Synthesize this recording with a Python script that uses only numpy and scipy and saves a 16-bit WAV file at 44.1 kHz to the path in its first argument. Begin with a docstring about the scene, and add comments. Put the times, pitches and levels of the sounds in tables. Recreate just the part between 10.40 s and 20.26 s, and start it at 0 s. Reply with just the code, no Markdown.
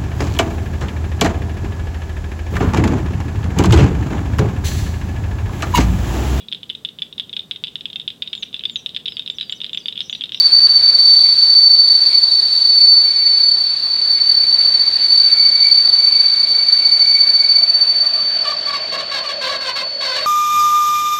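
"""A wavering squeal near 4.5 kHz: a passenger train brakes to a halt beside an open platform.
Its brake discs ring, many wheels beating against each other over pad hiss and rolling noise.
Faint whistles, scuffs and a half-pitch rattle come and go.
At walking pace a pad starts to groan, then grabs the disc in short, rasping stick-slip bursts."""
import sys
import numpy as np
from scipy import signal
from scipy.fft import rfft, irfft, next_fast_len
from scipy.io import wavfile
from scipy.ndimage import uniform_filter1d, minimum_filter1d, map_coordinates

SR = 44100
rng = np.random.default_rng(int(sys.argv[2]) if len(sys.argv) > 2 else 0)


def master_out(mix):
    """Clip the mix to full scale and print it as 16-bit PCM to the path in sys.argv[1]."""
    frames = np.transpose(np.atleast_2d(mix))
    ceiling = np.clip(frames, -1, 1)
    pcm = np.round(ceiling * 32767).astype(np.int16)
    wavfile.write(sys.argv[1], SR, pcm)


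N = 434826
TIME_S = np.arange(N) / SR

# Pitch of the two loudest discs. Each row: time in seconds, near disc in Hz, far disc in Hz.
DISC_PITCH = [(0.1, 4556, 4523), (1, 4527, 4541), (2, 4511, 4526), (3, 4504, 4538), (4, 4504, 4539),
              (6, 4521, 4549), (7.8, 4529, 4545), (8.7, 4471, 4539)]


def amp(db):
    """Decibels to gain."""
    return np.exp(np.asarray(db) * (np.log(10) / 20))


def unit(x):
    """Scale to rms 1."""
    return x / np.sqrt(np.mean(np.abs(x) ** 2) + 1e-20)


def along(points, hz):
    """Interpolate (Hz, value) points on a log frequency axis."""
    knots_hz, values = np.transpose(points)
    return np.interp(np.log(hz + 1), np.log(np.sort(knots_hz) + 1), values)


def curves(rows):
    """One value per sample for each column after the time."""
    knots_s, *columns = np.transpose(rows)
    return [np.interp(TIME_S, knots_s, column) for column in columns]


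def strokes(rows, edge_s):
    """Soft-edged gain that opens for each (start s, length s, dB) row."""
    gain = np.zeros(N)
    for start_s, length_s, db in rows:
        span = slice(*np.searchsorted(TIME_S, [start_s - edge_s, start_s + length_s + edge_s]))
        inside_s = np.minimum(TIME_S[span] - start_s, start_s + length_s - TIME_S[span])
        gain[span] += amp(db) * np.clip(inside_s / edge_s + .5, 0, 1)
    return gain


def wobble(knots_per_s):
    """Smooth random curve, rms near 1."""
    knots = rng.standard_normal(int(N * knots_per_s / SR) + 4)
    coarse = np.arange(0, N + 20, 20)
    return np.interp(np.arange(N), coarse, map_coordinates(knots, [coarse * knots_per_s / SR]))


def filtered(x, response):
    """Apply a gain given as a function of Hz."""
    size = next_fast_len(N + SR // 2)
    return irfft(rfft(x, size) * response(np.fft.rfftfreq(size, 1 / SR)), size)[..., :N]


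def rush(spectrum, patchy_db):
    """Coloured noise of rms 1 with patches of random gain."""
    bins = signal.stft(rng.standard_normal(N), nperseg=512)[2]
    patches = uniform_filter1d(uniform_filter1d(rng.standard_normal(bins.shape), 5, 0), 12, 1)
    noise = signal.istft(bins * amp(patchy_db * unit(patches)), nperseg=512)[1][:N]
    return unit(filtered(noise, lambda hz: amp(along(spectrum, hz))))


def phasor(hz):
    """Unit complex tone that follows a pitch curve."""
    return np.exp(2j * np.pi * np.cumsum(hz) / SR)


def beating(width_hz):
    """Complex gain of many like tones spread over about width_hz."""
    real, imag = filtered(rng.standard_normal((2, N)), lambda hz: 1 / (1 + (hz / width_hz) ** 3))
    return unit(real + 1j * imag)


def levelled(x):
    """Keep fast beats, even out slow swells."""
    return x / np.sqrt(np.abs(uniform_filter1d(np.abs(x) ** 2, size=SR // 11)) + 1e-9)


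def speed(stop_s=10):
    """Even braking: 1 at the start, 0 at the stop."""
    return 1 - TIME_S / stop_s


def squeal(swell_hz=2.092, swell_db=2.5, flutter_depth=.16, second_db=-42, third_db=-57):
    """Two discs hold clear tones; the other wheels and their reflections beat around them."""
    # Tones over the rest of the train. Each row: time in seconds, near disc in dB, far disc in dB.
    prominence = [(0, 1, -12.5), (1.1, 5, -11.5), (2.1, -1.5, -14.5), (2.7, 13, 2.5), (3.6, 3, -3),
                  (4.6, -7, -3.5), (5.4, -6, 0), (6.8, 2, -5), (8.1, -2.5, 2.5), (8.8, 2.5, -15),
                  (9.8, 9.5, -8)]
    # Squeal as brake pressure varies. Each row: time in seconds, level in dB.
    strength = [(0, -8), (1.4, -8.5), (2.1, -11.5), (2.5, -7), (2.75, -13.5), (2.95, -9.5), (3.4, -16),
                (3.9, -10.5), (4.4, -13.5), (5.25, -8.5), (6.15, -11.5), (6.7, -9.5), (7.2, -10.5),
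                (8, -17.5), (8.3, -21.5), (8.8, -26), (9.5, -24.5), (9.86, -20)]
    near_hz, far_hz = curves(DISC_PITCH)
    near = phasor(near_hz + 1.902 * wobble(14))
    far = phasor(far_hz + 4 * wobble(12))
    rest = phasor((near_hz + far_hz) / 2)
    crowd = rest * beating(width_hz=36)
    # a neighbouring disc mode flutters the near tone: sidebands, the lower one stronger
    flutter = phasor(156 + 5 * wobble(25))
    fluttered = near * (1 + flutter_depth * speed() ** 2 * (.7 / flutter + .3 * flutter))
    near_db, far_db = curves(prominence)
    chorus = amp(near_db) * fluttered + amp(far_db) * far + crowd
    # turning wheels swell the level, ever slower and shallower
    turns = swell_hz * (np.cumsum(speed()) / SR - .22)
    wheel_db = swell_db * speed() ** 2 * np.cos(2 * np.pi * turns)
    level = np.sqrt(2) * amp(curves(strength)[0] + wheel_db + .86 * wobble(14) + wobble(8))
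    # overtones take their own paths and fade as the squeal weakens
    drive = np.minimum(1, level / amp(-12))
    second = levelled(near ** 2 + rest ** 2 * beating(width_hz=60))
    third = levelled(.6 * near ** 3 + rest ** 3 * beating(width_hz=100))
    overtones = amp(second_db) * second + amp(third_db) * third
    return (level * (levelled(chorus) + drive * overtones)).real


def disc(friction):
    """Friction rings the free modes of the steel disc."""
    # Each row: centre in Hz, width in Hz, peak in dB over the plain friction.
    modes = [(4370, 35, 3), (5080, 48, 8), (5400, 55, 5.5), (8150, 20, -5), (8510, 4.3, 2.5),
             (9300, 110, -1.5), (10900, 110, 4.5), (11360, 130, 4), (12580, 70, 5), (13920, 70, 5.5)]

    def response(hz):
        power = sum(amp(db) ** 2 / (1 + (2 * (hz - centre_hz) / width_hz) ** 2)
                    for centre_hz, width_hz, db in modes)
        return np.sqrt(1 + power)
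    return filtered(friction, response)


def rolling(dust_db=-60, roar_db=-39.5, rumble_db=-56.5, slowing_db=-6.5):
    """Pads hiss; dust scrapes, wheels roar on the rails and coaches rumble, most as a bogie passes."""
    # Noise spectra. Each row: frequency in Hz, relative density in dB.
    hiss_spectrum = [(3000, -30.5), (3550, -14), (3750, -12), (4000, -2.5), (4300, 0), (4600, 7),
                     (4800, -12), (5200, -23.5), (6000, -31), (7000, -29), (7600, -48.5), (9000, -23),
                     (10000, -54.5)]
    dust_spectrum = [(5500, -7.5), (7000, 7.5), (8600, 3), (10000, -5.5), (11200, -3.5), (12700, -4.5),
                     (14500, -4), (15600, -8.5)]
    roar_spectrum = [(90, -22), (150, -3), (260, -0.5), (350, -4.5), (450, 0.5), (850, -0.5), (1100, 1),
                     (1300, 0.5), (1600, 2), (2000, 1), (3200, 0.5), (5000, -3), (8000, -25), (12000, -54)]
    rumble_spectrum = [(25, -20.5), (45, -12), (65, -8.5), (90, 3.5), (130, -2), (220, -13), (500, -43)]
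    # Pad hiss. Each row: time in seconds, level in dB.
    hiss_levels = [(0, -19.5), (.24, -25), (.7, -19.5), (1.3, -23), (1.8, -21), (3.6, -25.5), (4.9, -23),
                   (6.9, -26), (7.8, -32), (9.86, -39)]
    # Passing bogies. Each row: centre and half length in seconds, roar, rumble and dust boosts in dB.
    bogies = [(0.396, .65, 3, 5, 1), (4.363, 0.65, 3.5, 5.5, 2), (5.9, 1.2, 3, 3, 0.5),
              (8.4, 1.1, 6.5, 5, 1.5)]
    roar_boost_db, rumble_boost_db, dust_boost_db = sum(
        np.outer(boosts_db, np.exp(-((TIME_S - centre_s) / half_s) ** 2))
        for centre_s, half_s, *boosts_db in bogies)
    hiss_db, = curves(hiss_levels)
    hiss = amp(.7 * wobble(30)) * unit(disc(rush(hiss_spectrum, patchy_db=.8)))
    dust = amp(1.4 * wobble(50)) * unit(disc(rush(dust_spectrum, patchy_db=1.2)))
    dust_gain = amp(dust_db + 1.4 * (hiss_db - hiss_db.mean()) + dust_boost_db + 1.1 * wobble(6))
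    roar = amp(roar_db + roar_boost_db) * rush(roar_spectrum, patchy_db=1.78)
    rumble_gain = amp(rumble_db + slowing_db * (1 - speed()) + rumble_boost_db)
    rumble = rumble_gain * rush(rumble_spectrum, patchy_db=-.5)
    return amp(hiss_db) * hiss + dust_gain * dust + roar + rumble


def whistles():
    """Single modes of other discs sing up faintly and waver."""
    # Each row: start in seconds, length in seconds, pitch in Hz, level in dB.
    notes = [(0, 2.04, 5470, -47), (.4, 2.3, 3710, -41.5), (0.552, 0.56, 8510, -53.5),
             (6.56, 0.23, 5780, -48), (7.986, .44, 5170, -38.5), (9.6, .19, 5080, -38.5)]
    waver = beating(width_hz=55) * amp(2.5 * wobble(7) - 1)
    sound = np.zeros(N)
    for start_s, length_s, hz, db in notes:
        tone = np.exp(2j * np.pi * hz * TIME_S) * np.roll(waver, rng.integers(N))
        sound += strokes([(start_s, length_s, db)], edge_s=.059) * tone.real
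    return sound


def scuffs():
    """Brief dry scrapes of a pad that does not yet sing."""
    # Each row: start in seconds, length in seconds, level in dB.
    scrapes = [(.49, .03, -40.5), (.84, 0.05, -40), (1.71, 0.052, -37.5), (2.4, 0.084, -42.5),
               (2.86, 0.054, -41), (3.31, 0.063, -40.5), (3.76, 0.042, -34.5), (4.03, .04, -40),
               (4.19, 0.049, -38.5)]
    # Each row: frequency in Hz, relative density in dB.
    spectrum = [(500, -52), (1400, -26.5), (1900, -9.5), (2270, 3.5), (2700, -8.5), (3800, -27),
                (7000, -68)]
    return strokes(scrapes, edge_s=.04) * rush(spectrum, patchy_db=3)


def pad_rattle():
    """A pad that skips every other cycle adds flickering tones at 1/2 and 3/2 of the squeal pitch."""
    # Each row: start in seconds, length in seconds, level in dB.
    rattles = [(2.65, 0.38, -38.5), (4.6, 0.37, -40), (4.95, 0.46, -33), (5.22, .06, -31),
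               (5.55, 0.92, -34.5), (6.45, 0.416, -29.5), (6.87, 0.39, -32)]
    half = phasor(curves(DISC_PITCH)[1] / 2)
    tones = half * beating(width_hz=70) + amp(-20) * half ** 3 * beating(width_hz=140)
    flicker = amp(2.3 * wobble(30) - 4.4)
    return flicker * strokes(rattles, edge_s=.07) * unit(tones.real)


def groan(peak_s=8.46, level_db=-36, rise_db_per_s=6.5, fall_db_per_s=.5, stop_hz=594, glide_hz=249.3):
    """A dragging pad hums and stutters in its caliper, its pitch sinking as the train slows."""
    swell_db = np.minimum(rise_db_per_s * (TIME_S - peak_s), fall_db_per_s * (peak_s - TIME_S))
    stutter = amp(2.8 * wobble(18) - 1)
    hum = phasor(stop_hz + glide_hz * speed()) * beating(width_hz=72)
    return amp(level_db + swell_db) * stutter * unit(hum.real)


def grabs(edge_s=.008, release_s=.008, sag_hz_per_s=250, honk_fade_s=8.55, grit_db=-8):
    """Stick-slip: each grab is a sagging buzz with shifting harmonics and a puff of grit per slip."""
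    # Each row: start in seconds, length in seconds, first slip rate in Hz, level in dB.
    bites = [(7.637, 0.024, 600, -39), (7.741, 0.058, 590, -38.5), (8.045, 0.078, 594.6, -28.5),
             (8.266, .04, 572.6, -29), (8.33, .038, 566, -26.5), (8.521, .032, 560.2, -25),
             (8.581, 0.033, 563.4, -27.5), (8.713, .08, 559.7, -25.5), (8.836, .03, 589.2, -30.5),
             (8.887, .03, 560, -24.5), (9.012, .07, 531.5, -24.5), (9.084, .08, 562, -25.5),
             (9.207, 0.034, 550.8, -28.5), (9.25, .055, 520, -24.5), (9.357, 0.063, 546, -24.5),
             (9.607, 0.051, 558.4, -25.5), (9.655, .105, 528, -26), (9.758, .036, 565, -23),
             (9.802, .062, 545.2, -29)]
    # Caliper response. Each row: frequency in Hz, relative gain in dB.
    caliper = [(100, -48), (300, -29.5), (550, -5), (1110, -4), (1600, 0), (2100, -3), (3100, -3),
               (4250, 0), (4800, -13.5), (5400, -10.5), (7800, -24), (8800, -22), (10000, -43),
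               (15500, -39.5)]
    bite = strokes([(start_s, length_s, db) for start_s, length_s, _, db in bites], edge_s)
    pole = np.exp(-1 / (release_s * SR))
    grip = np.maximum(bite, signal.lfilter([1 - pole], [1, -pole], bite))
    starts_s, _, first_hz, _ = np.transpose(bites)
    latest = np.searchsorted(starts_s, TIME_S + edge_s / 2) - 1
    slip_hz = first_hz[latest] - sag_hz_per_s * np.maximum(0, TIME_S - starts_s[latest])
    cycles = np.cumsum(slip_hz * (1 + .015 * wobble(70) + .023 * wobble(400))) / SR
    slipping = np.flatnonzero(grip > amp(-70))
    # the caliper honks at twice the slip rate, less as the disc creeps
    honk_db = 8 - 7 * np.maximum(0, TIME_S[slipping] - honk_fade_s)
    buzz = np.zeros(N)
    for k in range(1, 28):
        # the contact patch moves: harmonics drift in strength and phase, high ones faster
        knots_per_s = 45 + 22 * k
        knots = rng.standard_normal((int(N * knots_per_s / SR) + 2, 2)) @ [1, 1j]
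        drift = 1 + .7 * np.interp(slipping * knots_per_s / SR, np.arange(len(knots)), knots)
        db = along(caliper, k * slip_hz[slipping]) + (k == 2) * honk_db
        buzz[slipping] += (amp(db) * drift * np.exp(2j * np.pi * k * cycles[slipping])).real
    buzz[slipping] = unit(buzz[slipping])
    puffs = np.exp(-1.5 * (cycles % 1))
    grit = unit(rush(caliper, patchy_db=2.5) * puffs * amp(4 * wobble(250)))
    return grip * disc(buzz + amp(grit_db) * grit)


def platform(x, delay_samples=200):
    """Echoes between the coach floor and the platform wall."""
    # Each row: frequency in Hz, time to fall 60 dB in seconds.
    decay_times = [(200, 0.44), (2000, 0.16), (10000, 0.024)]
    hz, age_s, bins = signal.stft(rng.standard_normal(SR // 2), SR, nperseg=256)
    decay = amp(-60 * age_s / along(decay_times, hz)[:, None])
    tail = signal.istft(bins * decay, SR, nperseg=256)[1]
    return signal.fftconvolve(np.pad(x, (delay_samples, 0)), tail / np.linalg.norm(tail))[:N]


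def scene(echo_db=-5.5):
    """Brakes and rolling noise in mono; only the grabs get the platform echo."""
    rasp = grabs()
    brakes = squeal() + whistles() + pad_rattle() + scuffs() + groan() + rasp
    return (brakes + amp(echo_db) * platform(rasp) + rolling())[None]


def record(dry, ceiling=.9, low_hz=36, top_hz=15700):
    """A fast limiter holds the peaks; the microphone drops the deep bass and the highest treble."""
    needed_gain = np.minimum(1, ceiling / (np.abs(dry) + 1e-9))
    held = dry * uniform_filter1d(minimum_filter1d(needed_gain, size=400), size=400)
    return filtered(held, lambda hz: (hz < top_hz) * hz ** 4 / (hz ** 4 + low_hz ** 4))


dry = scene()
out = record(dry)
master_out(out)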